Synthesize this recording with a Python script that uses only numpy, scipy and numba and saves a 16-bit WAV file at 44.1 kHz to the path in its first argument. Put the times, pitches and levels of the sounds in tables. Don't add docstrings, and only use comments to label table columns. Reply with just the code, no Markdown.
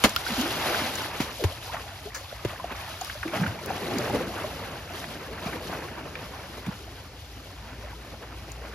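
import sys
import numpy as np
from scipy import signal
from scipy.fft import rfft, irfft, next_fast_len
from scipy.io import wavfile
from scipy.ndimage import uniform_filter1d
from numba import njit

SR = 44100
rng = np.random.default_rng(int(sys.argv[2]) if len(sys.argv) > 2 else 0)


def wrap_up_sound(samples):
    columns = np.atleast_2d(samples).T
    tamed = np.clip(columns, -1, 1)
    steps = np.round(tamed * 32767).astype(np.int16)
    wavfile.write(sys.argv[1], SR, steps)


N = 385434
T = np.arange(N) / SR

# frequency in Hz, relative level in dB.
DRONE_TONE = [(20, -53), (40, -13), (58, 4.5), (70, 0), (100, 3), (150, -9.5), (300, -65), (1000, -52)]
# frequency in Hz, relative level in dB.
FOREST_TONE = [(100, -17), (700, -31), (2000, -10.5), (5000, -11), (15000, -32)]
# frequency in Hz, relative level in dB.
WASH_TONE = [(120, -21), (330, 4.5), (750, 8), (2800, 1.5), (5000, -8), (7500, -26), (11000, -11.5),
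             (15000, -23)]
# time in seconds, level in dB.
WASH_RIDE = [(0.26, -74), (0.29, -37), (0.56, -39.5), (0.76, -32), (0.92, -42.5), (1.15, -48), (1.5, -80)]
# pitch in Hz, relative level in dB.
BUBBLE_TONE = [(100, -4.5), (300, -3.5), (750, -2), (1100, -4), (2000, -7), (3200, -7), (5000, -11.5),
               (7500, -20), (11000, -15), (15500, -18)]
# time in seconds, lapping in dB, trickling spray in dB.
WAKE = [(0, -36, -36.5), (1.12, -36, -40.5), (1.35, -42, -40.5), (1.9, -41, -44.5), (2.3, -44.5, -46.5),
        (2.7, -36.5, -47), (3.0, -39.5, -39.5), (3.2, -40, -44), (4.4, -35.5, -41.5), (4.85, -41.5, -45.5),
        (5.85, -38, -48.5), (6.4, -39.5, -47), (7.3, -47, -51), (7.75, -44, -52.5), (8.74, -43, -51.5)]
# time in seconds, slosh in dB relative to the lapping.
WADING_DEPTH = [(3.2, -12), (3.65, -7.5), (5.9, -4), (7.0, -5)]
# crest in seconds, splash level in dB, length in seconds,
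# slosh in dB relative to the splash.
SHOVES = [(0.747, -31, 0.46, -6.5), (1.745, -28.5, 0.024, -12), (2.496, -34.5, 0.063, -14),
          (2.725, -32, 0.012, -2), (2.847, -33.5, 0.074, -22), (3.37, -28, 0.035, -5.5),
          (3.474, -35.5, 0.14, -1.5), (3.703, -32.5, 0.047, 1), (3.99, -31, 0.2, -0.5),
          (4.15, -31.5, 0.072, 4), (4.384, -42.5, 0.3, 1.5), (4.757, -37, 0.064, -8),
          (5.03, -36.5, 0.16, -11), (5.318, -46, 0.47, 1), (5.472, -34, 0.072, -7),
          (5.566, -38.5, 0.042, -1), (5.72, -34, 0.082, -5), (6.75, -43.5, 0.1, -16)]
# time in seconds, level in dB.
DRIP_RIDE = [(0.9, -55), (2.6, -51), (3.5, -50), (5.0, -49), (8.7, -77)]
# start in seconds, level in dB, centre in Hz, decay in seconds.
FAT_DROPS = [(0.094, -21.5, 8000, 0.00095), (0.1621, -9.5, 4060, 0.00097), (0.412, -20.5, 4900, 0.0018),
             (0.954, -24.5, 6100, 0.0019), (2.143, -33.5, 6000, .025), (3.0122, -24.5, 6070, 0.00088),
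             (3.047, -24, 5730, 0.00068), (3.6608, -25.5, 11500, 0.00049), (3.984, -21.5, 5400, 0.0014),
             (8.5182, -30, 6500, 0.00097)]
# start in seconds, level in dB, decay in seconds, centre in Hz.
SPLATS = [(1.766, -28, 0.0078, 1300), (2.146, -30.5, 0.018, 1490), (3.098, -23, 0.0032, 1650),
          (3.229, -22.5, 0.0068, 1400), (3.277, -28, 0.0046, 1980), (3.433, -22.5, 0.008, 1550),
          (3.777, -28, 0.0066, 1000), (4.634, -33, 0.0069, 1340), (5.042, -22.5, 0.0013, 1520),
          (5.53, -28, 0.0069, 1500), (5.727, -28.5, 0.0092, 850), (5.885, -35, 0.0042, 1600),
          (6.153, -24.5, 0.0032, 2000)]
# crest in seconds, pitch at the crest in Hz, peak in dB.
BLOOPS = [(1.522, 590, -37), (1.699, 915, -32.5), (1.725, 1410, -37), (1.868, 650, -41.5)]
# widest moment in seconds, pitch there in Hz, level in dB,
# opening time in seconds, closing time in seconds.
GULPS = [(0.323, 206, -32.5, 0.039, 0.015), (0.395, 209.6, -25.5, .014, 0.027),
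         (0.438, 278, -32, 0.0085, 0.057), (0.828, 229, -27, 0.013, 0.015),
         (1.424, 386, -30.5, 0.026, 0.017), (3.411, 155.6, -23, .022, 0.039),
         (3.49, 92.4, -33, 0.026, 0.025), (3.964, 229, -29, 0.009, 0.038),
         (5.554, 247.3, -36, 0.024, 0.035), (6.687, 161.5, -26.5, 0.00614, 0.011)]
# start in seconds, pitch in Hz, level in dB before trim.
PLOPS = [(0.162, 1300, -8.5), (0.265, 1420, -14.5), (0.745, 1440, -15), (2.055, 394, -23.5),
         (2.313, 1420, -29), (2.326, 590, -28.5), (2.533, 680, -29), (2.598, 970, -20), (2.64, 660, -17.5),
         (3.012, 705, -19.5), (3.252, 305, -14), (3.335, 594, -14.5), (3.436, 843, -18), (3.463, 1470, -13),
         (3.703, 745, -15.5), (3.883, 348, -17.5), (4.098, 780, -11.5), (4.101, 112.6, -21),
         (4.442, 585, -13.5), (5.312, 420, -26), (7.836, 570, -27), (7.93, 890, -29)]
# start in seconds, smack in dB, smack decay in seconds,
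# air pocket pitch in Hz, its level in dB, deep cavity pitch in Hz, its level in dB, its decay in cycles.
BLOWS = [(0.038, -13, 0.018, 537, -11, 253, 0.5, 0.83), (1.2, -30, 0.032, 284, -9.5, 142, -18.5, 0.83),
         (1.439, -24, 0.0059, 423, -9, 93, -8.5, 1.5), (2.448, -33, 0.009, 442, -9, 117, -16, 1.1),
         (5.458, -42, 0.028, 219, -19, 140, -27, 1.2), (6.663, -37, 0.0055, 228, -35, 133, -23, 1.8)]
# frequency in Hz, likeness of left and right from 0 to 1,
# left phase lead in radians, left minus right in dB.
STEREO_IMAGE = [(100, .985, 0, .9), (400, .92, 0, 1.), (1400, .72, 0, -1.2), (2100, .85, .2, -.5),
                (3600, .5, 2.3, 1.8), (4900, .35, 0, 3.5), (6800, .55, -1.4, 2), (8300, .96, -3.14, 0),
                (11700, .95, -6.3, 0), (14700, .95, -8.6, 0)]


def undb(db):
    return 10 ** (np.asarray(db) / 20)


def unit(x):
    return x / np.sqrt(np.mean(x ** 2))


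def ride(points):
    return np.interp(T, *np.transpose(points))


def gain_at(hz, tone):
    f, db = np.transpose(tone)
    return undb(np.interp(np.log(hz + 1), np.log(f), db))


def colour(x, gain):
    size = next_fast_len(len(x) + SR // 10)
    return irfft(rfft(x, size) * gain(np.arange(size // 2 + 1) * SR / size), size)[:len(x)]


def toned_noise(tone):
    return unit(colour(rng.standard_normal(N), lambda f: gain_at(f, tone)))


def band(x, lo_hz, hi_hz, order):
    edges = [lo_hz, min(hi_hz, SR / 2 - 1000)]
    return signal.sosfilt(signal.butter(order, edges, "band", fs=SR, output="sos"), x)


def wander(rate_hz):
    return unit(colour(rng.standard_normal(N), lambda f: np.exp(-(f / rate_hz) ** 2)))


@njit
def ring(start, hz, size, decay, glide):
    out = np.zeros(N)
    for k in range(len(start)):
        first, phase = max(int(start[k] * SR), 0), 0.
        fade, step = 1., np.exp(-1 / (decay[k] * SR))
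        for i in range(min(int(6 * decay[k] * SR), N - first)):
            phase += 2 * np.pi * hz[k] / SR * (1 + glide[k] * min(i / (decay[k] * SR), 5.))
            fade *= step
            out[first + i] += size[k] * fade * (1 - fade ** 4) * np.sin(phase)
    return out


def bursts(rows, width, mist_db, hold=1, snap=6):
    out = np.zeros(N + SR)
    t = np.arange(SR // 4) / SR
    for start, db, decay, hz in rows:
        grit = undb(3 * unit(uniform_filter1d(rng.standard_normal(len(t)), size=30)))
        noise = grit * rng.standard_normal(len(t))
        body = unit(band(noise, hz / width, hz * width, order=2))
        mist = unit(band(noise, hz, 6 * hz, order=1))
        rush = body + undb(mist_db) * mist
        swell = np.exp(-(t / decay) ** hold) * (1 - np.exp(-snap * t / decay))
        rms = np.sqrt(np.mean(swell ** 2) * np.mean(rush ** 2))
        first = int(start * SR)
        out[first:first + len(t)] += undb(db) * rms * unit(swell * rush)
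    return out[:N]


def reflections(x, decay_s, delay_s):
    t = np.arange(SR // 2) / SR
    tail = rng.standard_normal(len(t)) * np.exp(-t / decay_s) * (t >= delay_s)
    return signal.fftconvolve(x, tail / np.sqrt(np.sum(tail ** 2)))[:N]


def stereo_image(ahead, aside):
    hz, likeness, lead, balance_db = np.transpose(STEREO_IMAGE)
    channels = []
    for sign in (1, -1):
        mid = colour(ahead, lambda f: np.sqrt((1 + np.interp(f, hz, likeness)) / 2))
        side = colour(aside, lambda f: np.sqrt((1 - np.interp(f, hz, likeness)) / 2))
        channels.append(colour(mid + sign * side, lambda f: undb(sign * np.interp(f, hz, balance_db) / 2)
                               * np.exp(sign * 1j * np.interp(f, hz, lead) / 2)))
    return np.array(channels)


def forest(level_db=-54):
    return undb(level_db) * toned_noise(FOREST_TONE)


def drone(rumble_db=-46, hum_hz=58):
    rumble = undb(rumble_db) * toned_noise(DRONE_TONE)
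    drift_hz, waver_db = 1.6 * wander(2.9), 2.2 * wander(5)
    hum = np.sin(2 * np.pi * np.cumsum(hum_hz + drift_hz) / SR)
    return rumble + hum * undb(ride([(6, -52), (8, -43)]) + waver_db)


def wash(flutter_db=2.5):
    patches = [toned_noise(WASH_TONE) * undb(flutter_db * wander(40)) for _ in range(2)]
    return np.array(patches) * undb(ride(WASH_RIDE))


def bubble_cloud(lo_hz, hi_hz, count, cycles, spread_db, glide, froth_db):
    patches = []
    for _ in range(2):
        when, pitch, luck, damping, rise = rng.random((count, 5)).T
        hz = lo_hz * (hi_hz / lo_hz) ** pitch
        size = hz * gain_at(hz, BUBBLE_TONE) * undb(-spread_db * np.log(luck + 0.025))
        decay = cycles * 2 ** (2 * damping - 1) / hz
        bubbles = ring(when * N / SR, hz, size, decay, 2 * glide * rise)
        bubbles = band(bubbles, lo_hz / 1.21, hi_hz * 0.81, order=2)
        froth = band(toned_noise(BUBBLE_TONE), lo_hz, hi_hz, order=4)
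        patches.append(unit(bubbles) + undb(froth_db) * unit(froth))
    return unit(np.array(patches))


def falling_water(start_s=0.17, attack_s=0.092, hold_s=0.64, release_s=0.12):
    age = T - start_s
    return np.clip(age / attack_s, 0, 1) * np.exp(-np.maximum(age - attack_s - hold_s, 0) / release_s)


def stirring(rain_db=(-61, -49, -35), shove_spray_db=-9, rise=0.94, fall=1.08):
    times, *levels = np.transpose(WAKE)
    lapping_db, trickle_db = (np.interp(T, times, db) for db in levels)
    power = undb([lapping_db + ride(WADING_DEPTH), lapping_db, trickle_db]) ** 2
    power += np.outer(undb(rain_db), falling_water()) ** 2
    for crest, db, length, slosh_db in SHOVES:
        age = (T - crest) / length
        near = np.abs(age) < 10
        swell = np.exp(-np.where(age[near] < 0, (age[near] / rise) ** 2, age[near] / fall))
        power[:, near] += np.outer(undb([db + slosh_db, db, db + shove_spray_db]), swell) ** 2
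    return np.sqrt(power)


def churn(splash_trim_db=-4, spray_trim_db=-1.67, surge_db=1.5, ripple_db=1):
    slosh_gain, splash_gain, spray_gain = stirring()
    slosh = bubble_cloud(85.2, 635.3, count=3800, cycles=3.73, spread_db=3.5, glide=0.119, froth_db=-5)
    splash = bubble_cloud(584, 3000, count=13000, cycles=3, spread_db=3, glide=0.0073, froth_db=-4)
    spray = bubble_cloud(2485, 13600, count=32000, cycles=5, spread_db=4.5, glide=0.137, froth_db=-1)
    splash = unit(splash * undb(surge_db * wander(12.5))) * undb(splash_trim_db)
    spray = unit(spray * undb(surge_db * wander(11))) * undb(spray_trim_db)
    stirred = slosh * slosh_gain + splash * splash_gain + spray * spray_gain
    return stirred * undb(ripple_db * wander(22))


def drips(count=450, lo_hz=520, hi_hz=3400, cycles=5.6, range_db=22, glide=0.124):
    when, pitch, luck, rise = rng.random((count, 4)).T
    hz = lo_hz * (hi_hz / lo_hz) ** pitch
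    plinks = ring(when * N / SR, hz, undb(-range_db * luck), cycles / hz, glide * rise)
    return unit(plinks) * undb(ride(DRIP_RIDE))


def fat_drops():
    ticks = [(start, db, decay, hz) for start, db, hz, decay in FAT_DROPS]
    return bursts(ticks, width=1.47, mist_db=-1.5, snap=8)


def splats():
    return bursts(SPLATS, width=1.37, mist_db=-23)


def bloops(rise_oct_per_s=25.98, cycles=9):
    out = np.zeros(N)
    for crest, hz, db in BLOOPS:
        length = cycles / hz
        near = slice(*np.searchsorted(T, [crest - 2 * length, crest + 2 * length]))
        age = T[near] - crest
        phase = 2 * np.pi * np.cumsum(hz * 2 ** (rise_oct_per_s * age)) / SR
        out[near] += undb(db) * np.cos(np.pi * age / length / 4) ** 4 * np.sin(phase)
    return out


def gulps(wobble=0.1274, fall_oct=0.6, rise_oct=0.408):
    out = np.zeros(N)
    walls = np.exp(wobble * wander(115))
    for widest, hz, db, opening, closing in GULPS:
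        near = (T > widest - 2.5 * opening) & (T < widest + 2.5 * closing)
        before = np.maximum(widest - T[near], 0) / opening
        after = np.maximum(T[near] - widest, 0) / closing
        pitch = hz * 2 ** (fall_oct * before + rise_oct * after) * walls[near]
        swell = np.exp(-(before + after) ** 2)
        out[near] += undb(db) * swell * np.sin(2 * np.pi * np.cumsum(pitch) / SR)
    return out


def plops(cycles=5.85, glide=0.048, trim_db=-4.5, rough_db=4, crack_db=-12.5, crack_s=0.003):
    pinches = [(start, db + crack_db, crack_s, 0.95 * hz) for start, hz, db in PLOPS]
    cracks = bursts(pinches, width=1.64, mist_db=-16)
    start, hz, db = np.array(PLOPS, float).T.copy()
    rings = ring(start, hz, undb(db + trim_db), cycles / hz, np.full(len(hz), glide))
    return cracks + rings * undb(rough_db * wander(170))


def blows(smack_hz=1630, body_hz=287, body_db=-16.5, pocket_lag_s=0.0026, cavity_lag_s=0.006):
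    pocket_cycles, pocket_glide, cavity_glide = 1.13, -0.089, -0.011
    bubbles, rushes = [], []
    for start, smack_db, decay, pocket_hz, pocket_db, cavity_hz, cavity_db, cycles in BLOWS:
        collapse, closure = start + pocket_lag_s, start + cavity_lag_s
        bubbles.append((collapse, pocket_hz, undb(pocket_db), pocket_cycles / pocket_hz, pocket_glide))
        bubbles.append((closure, cavity_hz, undb(cavity_db), cycles / cavity_hz, cavity_glide))
        rushes.append((start, smack_db, decay, smack_hz))
        rushes.append((closure, cavity_db + body_db, decay, body_hz))
    thumps = ring(*np.array(bubbles, float).T.copy())
    return thumps + bursts(rushes, width=2.35, mist_db=-4, hold=1.48, snap=21)


def scene(bank_db=-22):
    hits = blows() + plops() + gulps() + gulps() + splats() + fat_drops() + drips() + bloops()
    ahead, aside = churn() + wash() + wash()
    ahead = ahead + hits
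    echo_ahead, echo_aside = (undb(bank_db) * reflections(ahead, decay_s=0.041, delay_s=0.028)
                              for _ in range(2))
    aside = aside + reflections(hits, decay_s=0.0042, delay_s=0.0016)
    return stereo_image(ahead + echo_ahead + forest() + drone(), aside + echo_aside + forest())


def record(dry, low_cut_hz=36, high_cut_hz=15700):
    low_cut = signal.butter(3, low_cut_hz, "high", fs=SR, output="sos")
    high_cut = signal.ellip(8, .2, 70, high_cut_hz, fs=SR, output="sos")
    return signal.sosfilt(high_cut, np.tanh(signal.sosfilt(low_cut, dry)))


dry = scene()
out = record(dry)
wrap_up_sound(out)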